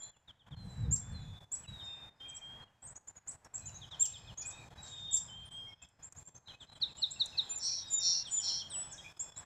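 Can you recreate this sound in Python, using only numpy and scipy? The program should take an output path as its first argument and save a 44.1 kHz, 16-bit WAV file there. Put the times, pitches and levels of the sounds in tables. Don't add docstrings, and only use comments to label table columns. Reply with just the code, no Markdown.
import sys
import numpy as np
from scipy import signal
from scipy.fft import rfft, irfft, next_fast_len
from scipy.io import wavfile
from scipy.ndimage import uniform_filter1d

SR = 44100
rng = np.random.default_rng(int(sys.argv[2]) if len(sys.argv) > 2 else 0)


def volts_from_decibels(level):
    exponent = np.asarray(level, float) / 20
    return 10 ** exponent


def inscribe(sig):
    pcm = np.round(np.clip(np.atleast_2d(sig).T, -1, 1) * 32767)
    wavfile.write(sys.argv[1], SR, pcm.astype(np.int16))


N = 416744
TIME = np.arange(N) / SR


def colour(x, points):
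    hz, db = np.transpose(points)
    n = next_fast_len(len(x), True)
    f = np.log(np.arange(n // 2 + 1) * SR / n + 1)
    return irfft(rfft(x, n) * volts_from_decibels(np.interp(f, np.log(hz), db)), n)[:len(x)]


def walk(rate):
    k = int(SR / rate)
    steps = np.repeat(rng.standard_normal(N // k + 1), k)
    return 1.337 * uniform_filter1d(uniform_filter1d(steps, k), k)[:N]


def add(out, start, hz, gain, overtone_db, ratio=2):
    phase = 2 * np.pi * np.cumsum(hz) / SR
    i = int(start * SR)
    note = gain * (np.sin(phase) + volts_from_decibels(overtone_db) * np.sin(ratio * phase))
    out[i:i + len(hz)] += note[:N - i]


def span(start, end):
    return np.linspace(0, 1, int((end - start) * SR))


def slap(x, delay_s, db):
    return x + volts_from_decibels(db) * np.roll(x, int(delay_s * SR))


def echoes(x, early_db, early_t60, late_db, late_t60):
    t = TIME[:SR]
    sparse = rng.standard_normal(SR) * (rng.random(SR) < .05) * volts_from_decibels(-60 * t / early_t60)
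    dense = rng.standard_normal(SR) * volts_from_decibels(-60 * t / late_t60) * np.minimum(t / 0.042, 1)
    tail = volts_from_decibels(early_db) * sparse / np.linalg.norm(sparse) + volts_from_decibels(late_db) * dense / np.linalg.norm(dense)
    tail = colour(tail, [(8200, 0.5), (11000, -5), (15000, -9)])
    return x + signal.fftconvolve(x, tail)[:N]


def chips(table, bottom, drop_s=0.0081, drop_db=-9.5, climb=3.6, bend=1.3):
    out = np.zeros(N)
    for start, drop, hz0, top, db in table:
        u, v = span(start, drop), span(0, drop_s)
        rise_hz = top - (top - hz0) * (1 - u) ** climb
        drop_hz = top * (1 - (1 - bottom) * v ** bend)
        swell = np.minimum(u / .08, 1) * np.minimum(.4 + u / .7, 1) * (1 - .3 * u ** 3)
        fall = volts_from_decibels(drop_db + 0.26 * (db + 27.5)) * (1 - v ** 2.6)
        shape = uniform_filter1d(np.r_[swell, fall], size=64)
        octave_db = np.r_[-30 + 14 * u, -25 + 17 * v] + .9 * (db + 28)
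        add(out, start, np.r_[rise_hz, drop_hz], volts_from_decibels(db) * shape, octave_db)
    return out


def notes(table, peak, sharp, overtone_db, ratio=2):
    out = np.zeros(N)
    for start, end, a, b, c, db in table:
        u = span(start, end)
        hz = a * (1 - u) * (1 - 2 * u) + 4 * b * u * (1 - u) + c * u * (2 * u - 1)
        shape = np.sin(np.pi * u ** (np.log(.5) / np.log(peak))) ** sharp
        add(out, start, hz, volts_from_decibels(db) * shape, overtone_db - 70 * np.abs(u - .36), ratio)
    return out


def even_glides(table):
    return [(s, e, a, (a + c) / 2, c, db) for s, e, a, c, db in table]


def whistles(table, lift_hz, settle_s, sag_hz_s, slope_db, catch_db):
    out, waver = np.zeros(N), walk(27.26)
    for start, end, hz, db, peak in table:
        u = span(start, end)
        t, i = u * (end - start), int(start * SR)
        edge = np.clip(np.minimum(t / 3, end - start - t) / 0.0033, 0, 1)
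        catch = catch_db * np.exp(-((t - .105) / 0.029) ** 2)
        level_db = db - slope_db * np.abs(u - peak) - catch
        settling = lift_hz * np.exp(-(t / settle_s) ** 1.5)
        pitch = hz + settling - sag_hz_s * t + 14 * waver[i:i + len(t)]
        add(out, start, pitch, np.sqrt(2) * edge * volts_from_decibels(level_db), -40.)
    return out


def town():
    # pitch in Hz, level in dB per Hz.
    town_colour = [(30, -94.5), (100, -87.5), (250, -95.5), (400, -99), (850, -92.5), (1300, -99),
                   (1600, -97), (2200, -104), (3000, -110), (5000, -114), (7600, -112), (8500, -120),
                   (12000, -123), (15500, -130)]
    # time in seconds, level in dB.
    town_swell = [(0, -1), (.6, -2.5), (1.2, -0.5), (1.8, -1), (2.4, 0.5), (3, -1), (3.6, 0), (3.95, 0),
                  (4.3, 0), (4.6, 1), (5, -1.5), (5.6, -1), (6.2, -0.5), (6.9, 0), (7.6, -1), (8.1, 0),
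                  (8.7, 0.5), (9.45, 2.5)]
    rest, out = colour(rng.standard_normal(N), town_colour) * np.sqrt(SR / 2), 0
    for edge in 350 * 2 ** np.arange(4):
        low = signal.lfilter(*signal.butter(1, edge, fs=SR), rest)
        out = out + low * volts_from_decibels(1.92 * walk(11) + .7 * walk(4))
        rest = rest - low
    out = out + rest * volts_from_decibels(2. * walk(11))
    return out * volts_from_decibels(np.interp(TIME, *np.transpose(town_swell)) + 1.3 * walk(9))


def wind():
    # time of the peak in seconds, level in dB, fading in dB per second.
    gust_table = [
        (0.682, -34, 135.5),
        (0.89, -31, 150.5),
        (1.1, -42, 17),
        (1.71, -51, 68),
        (3.68, -50, 31.5),
        (4.32, -51.5, 250),
        (4.6, -56, 7),
    ]
    # pitch in Hz, level in dB.
    wind_colour = [(20, -32.5), (45, -8), (95, -1.5), (150, -4.5), (230, -18.5), (330, -34), (420, -43),
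                   (490, -27.5), (570, -52), (2000, -110)]
    rise_db_s, breeze_db, lull_s = 119.5, -64.5, 1.324
    power = volts_from_decibels(2 * breeze_db)
    for peak_s, db, fade_db_s in gust_table:
        lull_db = (peak_s < lull_s) * 140 * np.maximum(TIME - lull_s, 0)
        fading_db = fade_db_s * (TIME - peak_s) + lull_db
        power = power + volts_from_decibels(2 * (db - np.maximum(rise_db_s * (peak_s - TIME), fading_db)))
    puffs = colour(rng.standard_normal(N) * volts_from_decibels(2.55 * walk(18)), wind_colour)
    return puffs / puffs.std() * np.sqrt(power) * volts_from_decibels(-1.5)


def flock():
    # middle pitch in Hz, width in Hz, level in dB.
    flock_bands = [(2500, 170, -84), (3400, 410, -77), (4200, 740, -88.5), (5150, 350, -86.5),
                   (6300, 500, -88), (7400, 590, -83)]
    # time in seconds, level in dB.
    flock_swell = [(0, -21), (1.6, -1), (3.2, -16.5), (3.8, 0.5), (4.2, 6), (4.9, 10), (5.5, 2), (6, -8),
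                   (6.5, 3.5), (7.3, 7), (8.7, 7.5), (9.45, 1.5)]
    out = 0
    for hz, width, db in flock_bands:
        band = colour(rng.standard_normal(N), [(hz - 3 * width, -60), (hz, 0), (hz + 3 * width, -60)])
        out = out + band / band.std() * volts_from_decibels(db + 5.0 * walk(14) + 3.5 * walk(2.994))
    return out * volts_from_decibels(np.interp(TIME, *np.transpose(flock_swell)))


def blurred():
    # start in seconds, end in seconds, first pitch in Hz, last pitch in Hz, peak in dB.
    blurred_table = [(2.283, 2.312, 8400, 4600, -57), (2.352, 2.382, 7000, 4500, -57),
                     (1.845, 1.87, 8000, 5200, -64), (9.043, 9.1, 2380, 2520, -52),
                     (0.019, .1, 4040, 4150, -63), (1.2, 1.35, 7050, 6900, -75),
                     (1.362, 1.388, 3750, 3680, -60.5), (1.864, 2.096, 2610, 2500, -66.5),
                     (2.148, 2.24, 5080, 5020, -71), (2.24, 2.467, 2470, 2360, -68.5),
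                     (3.28, 3.307, 8700, 8500, -54), (3.444, 3.477, 5550, 5460, -65.5),
                     (4.39, 4.5, 3430, 3400, -68), (4.598, 4.667, 2410, 2400, -63.5),
                     (5.7, 6.102, 5170, 5130, -72.5), (7.135, 7.19, 5270, 5160, -64),
                     (7.197, 7.35, 6040, 5800, -65), (7.27, 7.57, 5180, 5060, -65),
                     (9.354, 9.385, 3950, 3800, -60), (0.0, 0.1, 7250, 7145, -52.5),
                     (0.69, 0.86, 7410, 7660, -68), (1.829, 1.986, 7400, 7600, -66.5),
                     (1.807, 2.063, 5150, 5000, -68.5), (2.828, 2.932, 8210, 7800, -58.5),
                     (4.82, 4.952, 7640, 7220, -54), (5.454, 5.475, 9100, 8930, -56.5),
                     (5.506, 5.611, 8100, 7830, -61), (7.873, 7.927, 7850, 7800, -60),
                     (6.456, 6.558, 3985, 3950, -57), (6.671, 6.751, 4030, 3930, -52.5)]
    return notes(even_glides(blurred_table), 0.15, 0.52, -31.0) * (0.38 + walk(380))


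def rasps():
    # start in seconds, end in seconds, pitch in Hz, level in dB.
    rasp_table = [
        (3.83, 3.99, 430, -81),
        (4.047, 4.2, 432, -78),
        (4.5, 4.66, 431, -78),
        (4.76, 4.883, 350, -78),
        (4.985, 5.1, 347, -76),
    ]
    out, waver = np.zeros(N), walk(30)
    for start, end, hz, db in rasp_table:
        u, i = span(start, end), int(start * SR)
        pitch = hz * (1 + 0.027 * np.sin(np.pi * u) - .02 * u + 0.0073 * waver[i:i + len(u)])
        for k in range(6, 20):
            tilt_db = -12 * np.log2(k * hz / 4800) ** 2 / 0.5 + 3.9 * rng.standard_normal()
            add(out, start, k * pitch, volts_from_decibels(db + tilt_db) * np.sin(np.pi * u) ** 0.45, -60.)
    return slap(out, .043, -2.) * volts_from_decibels(6.3 * walk(55))


def far_slides():
    # start in seconds, end in seconds, middle pitch in Hz, peak in dB.
    low_slides = [(0.13, 0.166, 2890, -64), (2.672, 2.689, 2900, -61.5), (0.274, 0.317, 3360, -52.5),
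                  (0.393, 0.43, 3280, -54.5), (0.514, 0.548, 3320, -56), (1.637, 1.677, 2730, -59.5),
                  (1.779, 1.829, 3380, -56), (3.677, 3.709, 2830, -61.5), (3.813, 3.855, 3330, -50),
                  (3.91, 3.955, 3400, -46), (4.01, 4.07, 3270, -50.5), (4.132, 4.177, 3400, -50),
                  (4.272, 4.319, 3190, -54), (6.465, 6.523, 3400, -52.5), (6.597, 6.642, 3340, -50.7),
                  (6.741, 6.772, 3300, -57), (6.884, 6.911, 2610, -61), (8.249, 8.294, 3380, -45.5),
                  (8.367, 8.413, 3330, -47.5), (8.463, 8.52, 3310, -48), (8.596, 8.633, 3256, -45.5),
                  (8.706, 8.771, 3210, -47.5)]
    # start in seconds, end in seconds, first pitch in Hz, last pitch in Hz, peak in dB.
    high_slides = [
        (1.122, 1.15, 8700, 8200, -69),
        (8.916, 8.934, 7950, 8500, -54),
        (5.679, 5.713, 5810, 5070, -62),
        (6.606, 6.634, 8050, 6920, -59.5),
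        (6.731, 6.779, 9200, 6760, -62.5),
        (8.91, 8.951, 7980, 5280, -45),
        (9.174, 9.185, 8360, 5800, -56),
    ]
    fall_oct_s, early_share = 9.4, .56
    rows = even_glides(high_slides)
    for s, e, hz, db in low_slides:
        octaves = fall_oct_s * (e - s)
        rows.append((s, e, hz * 2 ** (early_share * octaves), hz, hz / 2 ** ((1 - early_share) * octaves), db))
    return notes(rows, 0.46, 0.51, -25.5)


def far_chips():
    # start in seconds, drop in seconds, first pitch in Hz, top pitch in Hz, peak in dB.
    far_table = [
        (2.28, 2.303, 7400, 7860, -52),
        (2.342, 2.382, 7400, 7740, -48),
        (3.071, 3.088, 6200, 7170, -50),
        (3.548, 3.599, 6200, 7740, -49),
        (3.741, 3.773, 5920, 6620, -49.5),
        (5.819, 5.836, 7130, 7430, -50),
        (6.251, 6.284, 7000, 7445, -48),
        (6.35, 6.363, 6100, 6390, -49),
    ]
    # start in seconds, end in seconds, first pitch in Hz, top pitch in Hz, peak in dB.
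    lisp_table = [(2.818, 2.866, 7273, 8382, -49), (2.867, 2.91, 6230, 8000, -50),
                  (2.956, 2.968, 5650, 6900, -50), (3.158, 3.18, 6500, 6880, -52.5),
                  (6.024, 6.061, 6500, 7570, -50), (6.161, 6.199, 6300, 7480, -53),
                  (6.966, 7.007, 6940, 7780, -51.5), (7.105, 7.131, 6750, 7790, -45),
                  (7.618, 7.659, 6840, 8300, -49), (9.192, 9.221, 6500, 7630, -38.5),
                  (9.358, 9.397, 6700, 7850, -46.5)]
    out = chips(far_table, .74) + chips(lisp_table, .88, climb=2.2)
    return slap(out * volts_from_decibels(3.2 * walk(260)), .0045, -7.5)


def song():
    # start in seconds, end in seconds, pitch in Hz, peak in dB, place of the peak 0-1.
    high_whistles = [
        (0.55, 0.87, 3980, -59, 0.6),
        (1.665, 2.09, 3695, -46.5, 0.54),
        (3.61, 3.9, 3880, -63.5, 0.5),
        (4.77, 5.18, 3710, -46, 0.8),
        (7.75, 8.135, 3726, -45.5, 0.58),
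    ]
    # start in seconds, end in seconds, pitch in Hz, peak in dB, place of the peak 0-1.
    low_whistles = [
        (0.0, 0.12, 3430, -57, 0.02),
        (1.01, 1.46, 3467, -59, 1),
        (2.2, 2.39, 3211, -50.5, 0.26),
        (2.41, 2.65, 3252, -51.5, 0.33),
        (5.29, 5.47, 3162, -51, 0.57),
        (5.51, 5.75, 3215, -49, 0.29),
        (8.37, 8.68, 3233, -53.5, 0.86),
    ]
    out = whistles(high_whistles, 220, .1, 150, 13., 4.) + whistles(low_whistles, -58.5, .04, 25.3, 7.8, 0.)
    return out * volts_from_decibels(1.2 * walk(40))


def held():
    # start in seconds, end in seconds, pitch in Hz, peak in dB.
    steady_table = [(0.0, 0.083, 7200, -52), (2.624, 2.652, 4200, -65), (4.084, 4.174, 2610, -65),
                    (4.245, 4.317, 2530, -67.5), (4.42, 4.479, 2470, -63), (5.67, 5.728, 2194, -63),
                    (5.794, 5.86, 2600, -63.5), (8.0, 8.307, 2765, -64), (8.085, 8.116, 2770, -60),
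                    (8.807, 9.118, 5390, -67), (8.803, 9.12, 3450, -65.5), (8.978, 8.999, 3760, -47),
                    (9.158, 9.44, 5360, -66.5), (9.202, 9.44, 3430, -62)]
    # start in seconds, end in seconds, first pitch in Hz, last pitch in Hz, peak in dB.
    glide_table = [(0.585, 0.75, 8190, 7950, -75), (0.835, 0.872, 3900, 3620, -62),
                   (5.275, 5.3, 3500, 2950, -58), (1.196, 1.239, 4290, 3900, -67),
                   (1.12, 1.26, 4270, 3740, -63), (1.24, 1.4, 3760, 3520, -63),
                   (8.27, 8.46, 8100, 7620, -52), (4.512, 4.651, 3650, 3840, -59.5),
                   (2.198, 2.255, 3630, 3610, -60), (6.5, 6.6, 2500, 2580, -64),
                   (9.0, 9.045, 1850, 2100, -66), (6.98, 7.023, 3000, 2850, -57),
                   (7.858, 7.895, 5100, 4850, -55), (8.931, 8.976, 1560, 1745, -60)]
    # start in seconds, end in seconds, middle pitch in Hz, sag in Hz (negative: arch), peak in dB.
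    dip_table = [
        (6.483, 6.508, 3266, -200, -55),
        (7.161, 7.207, 2650, 130, -54.5),
        (7.327, 7.388, 2580, 205, -53),
        (7.501, 7.546, 2520, 117, -54.5),
        (7.687, 7.745, 2380, 223, -60),
        (8.98, 9.014, 3214, 288, -48.5),
    ]
    ends = 1 - .012
    rows = [(s, e, hz * ends, hz, hz * ends, db) for s, e, hz, db in steady_table]
    rows += even_glides(glide_table)
    rows += [(s, e, hz + sag, hz, hz + sag, db) for s, e, hz, sag, db in dip_table]
    return notes(rows, 0.41, 0.21, -35.0) * volts_from_decibels(4.25 * walk(90))


def swoops():
    # start in seconds, end in seconds, pitch in Hz, peak in dB, place of the peak 0-1.
    swoop_table = [
        (8.697, 8.836, 7886, -40, 0.62),
    ]
    return whistles(swoop_table, 750, .022, 0., 16.0, 0.) * volts_from_decibels(2 * walk(60))


def pecks():
    # time in seconds, peak in dB.
    peck_table = [
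        (2.2986, -52),
        (2.368, -53),
        (3.447, -48),
        (3.283, -48),
        (8.98, -58),
        (5.888, -49),
        (6.1238, -46),
        (7.259, -38),
        (7.585, -44),
    ]
    out, t = np.zeros(N), TIME[:SR // 50]
    for s, db in peck_table:
        i = int(s * SR)
        out[i:i + len(t)] += volts_from_decibels(db - 11) * rng.standard_normal(len(t)) * np.exp(-t / .003)
    return colour(out, [(1000, -21), (4500, -4), (7000, 22.0), (10000, 3.0)])


def close_slides():
    # start in seconds, peak in dB.
    slide_table = [
        (6.805, -25),
        (7.01, -24),
        (7.188, -23.5),
        (7.365, -24),
    ]
    rows = [(s, s + 0.051, 4950, 3950, 3400, db) for s, db in slide_table]
    return slap(slap(notes(rows, 0.55, 2.7, -24.0, ratio=1.377), .031, -15), 0.021, -23.5)


def lead_ins():
    # start in seconds, end in seconds, first pitch in Hz, last pitch in Hz, peak in dB.
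    lead_table = [
        (7.488, 7.584, 7150, 7060, -30),
        (7.896, 7.989, 7070, 6930, -28.5),
        (8.302, 8.404, 7037, 6956, -29.5),
    ]
    half_s, flick_hz, flick_db = .009, 323, -12
    body, flick = [], []
    for s, e, a, c, db in lead_table:
        body.append((s, e, a, a - .5 * (c - a), c, db))
        flick.append((e - half_s, e + half_s, c, c + 0.69 * flick_hz, c + flick_hz, db + flick_db))
    return (notes(body, 0.53, 1.25, -21.5) + notes(flick, 0.33, 1.0, -29.0)) * volts_from_decibels(3.7 * walk(70))


def buzzes():
    # start in seconds, end in seconds, middle pitch in Hz, peak in dB.
    buzz_table = [
        (7.585, 7.843, 4980, -24.5),
        (7.99, 8.237, 4960, -19),
        (8.4, 8.633, 4854, -23),
    ]
    # pitch in Hz, level in dB.
    throat = [(3600, -13), (4300, -7), (4850, -19.5), (5550, -2), (6000, -5.5), (6500, -19), (7500, -39)]
    swing_hz, warble_hz, slowing_hz_s, rise_hz_s = 633, 186.3, 50.6, 400
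    out, waver, wobble = np.zeros(N), walk(80), walk(240)
    f, gain_db = np.transpose(throat)
    for start, end, centre, db in buzz_table:
        u = span(start, end)
        t, i = u * (end - start), int(start * SR)
        wobble_hz = wobble[i:i + len(u)]
        rate = (warble_hz - slowing_hz_s * t) * (1 + .025 * waver[i:i + len(u)])
        turn = 2 * np.pi * np.cumsum(rate) / SR
        warble = np.tanh(3.21 * np.sin(turn) + .35) + 0.073 * np.sin(2 * turn)
        swing = swing_hz * warble * np.minimum(0.34 + t / 0.074, 1)
        onset = 1900 * np.exp(-t / 0.012)
        hz = centre + rise_hz_s * (t - .15) + onset + swing + 55 * wobble_hz
        shape = np.minimum(t / 0.082, 1) ** 1.1 * (1 - 0.83 * u ** 1.6) * np.minimum((1 - u) / 0.067, 1)
        throat_db = uniform_filter1d(np.interp(hz, f, gain_db), size=24)
        add(out, start, hz, volts_from_decibels(db + throat_db) * shape, -32 - 20 * (hz - 4300) / 1300)
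        add(out, start, 2 * centre + 450 * wobble_hz, volts_from_decibels(db - 50) * shape * (1 + np.cos(2 * turn)), -60.)
    out = colour(out, [(4500, 0), (4930, -6), (5300, 0)])
    return echoes(out, -8.5, 0.089, -19.0, 0.63)


def close_chips():
    # start in seconds, drop in seconds, first pitch in Hz, top pitch in Hz, peak in dB.
    chip_table = [
        (0.909, 0.958, 6630, 7533, -28.5),
        (1.516, 1.55, 6750, 7830, -34),
        (3.273, 3.31, 6340, 7980, -38.5),
        (3.539, 3.577, 7250, 7730, -37),
        (3.655, 3.688, 6000, 7200, -41),
        (3.994, 4.053, 6960, 7550, -25.5),
        (5.109, 5.159, 7260, 7930, -37.5),
        (5.127, 5.166, 6770, 7430, -26.5),
    ]
    # start in seconds, drop in seconds, first pitch in Hz, top pitch in Hz, peak in dB.
    rounded_chips = [
        (4.374, 4.404, 6130, 6970, -38.5),
        (4.45, 4.49, 6720, 7850, -40.5),
    ]
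    out = chips(chip_table, .57) + chips(rounded_chips, 0.55, .026, -1.5, 3., 2.2)
    return slap(slap(out, 0.0055, -8.5), .0027, -8.5)


def gate():
    # start in seconds, length in milliseconds.
    shut_spans = [(0.107, 59), (0.173, 106), (0.315, 150), (1.448, 65), (2.096, 105), (2.643, 180),
                  (2.982, 89), (3.116, 39), (3.189, 74), (3.361, 85), (3.475, 59), (4.345, 27), (5.742, 76),
                  (5.859, 132), (6.09, 30.7), (6.233, 40), (6.297, 48), (6.389, 83), (6.556, 49),
                  (6.653, 43), (9.127, 40), (9.327, 19), (9.441, 21)]
    blinks = [0.493, 0.551, 1.391, 1.664, 2.936, 3.895, 4.69, 4.742, 5.493, 6.134, 6.703, 6.739, 6.787,
              6.935, 9.179, 9.305, 9.348]
    db = np.zeros(N)
    spans = [(s, ms, -11.5) for s, ms in shut_spans] + [(s, 14.3, -12.5) for s in blinks]
    for start, ms, depth_db in spans:
        db[int(start * SR):int((start + ms / 1000) * SR)] = depth_db
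    return volts_from_decibels(uniform_filter1d(db, int(0.0068 * SR)))


def scene():
    # pitch in Hz, level in dB.
    mic_top = [(7900, -0.5), (8600, -0.5), (10000, 1.5), (15000, -16.5), (15400, -16.5), (15600, -60)]
    far = volts_from_decibels(0.59 * walk(45)) * (far_slides() + rasps())
    birds = flock()
    birds += echoes(far_chips() + blurred(), 0.4, 0.092, -8.5, 0.48)
    birds += echoes(far, -4.5, 0.14, -7.5, 0.72)
    birds += echoes(song(), -7.0, 0.14, -11., 0.73)
    birds += echoes(held() + lead_ins() + swoops(), -11.0, 0.2, -10.0, 0.56)
    birds += echoes(pecks(), -5., .04, -16., .3)
    birds += echoes(close_slides(), -11.5, 0.098, -19.0, 0.76)
    birds += buzzes()
    birds += echoes(close_chips(), -3.5, 0.12, -14.5, 0.45)
    shut = gate()
    return (shut * (colour(birds, mic_top) + town()) + shut ** 1.26 * wind())[None]


def top_cut(x):
    return signal.sosfilt(signal.butter(12, 15500, fs=SR, output="sos"), x)


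def record(dry):
    return top_cut(dry)


dry = scene()
out = record(dry)
inscribe(out)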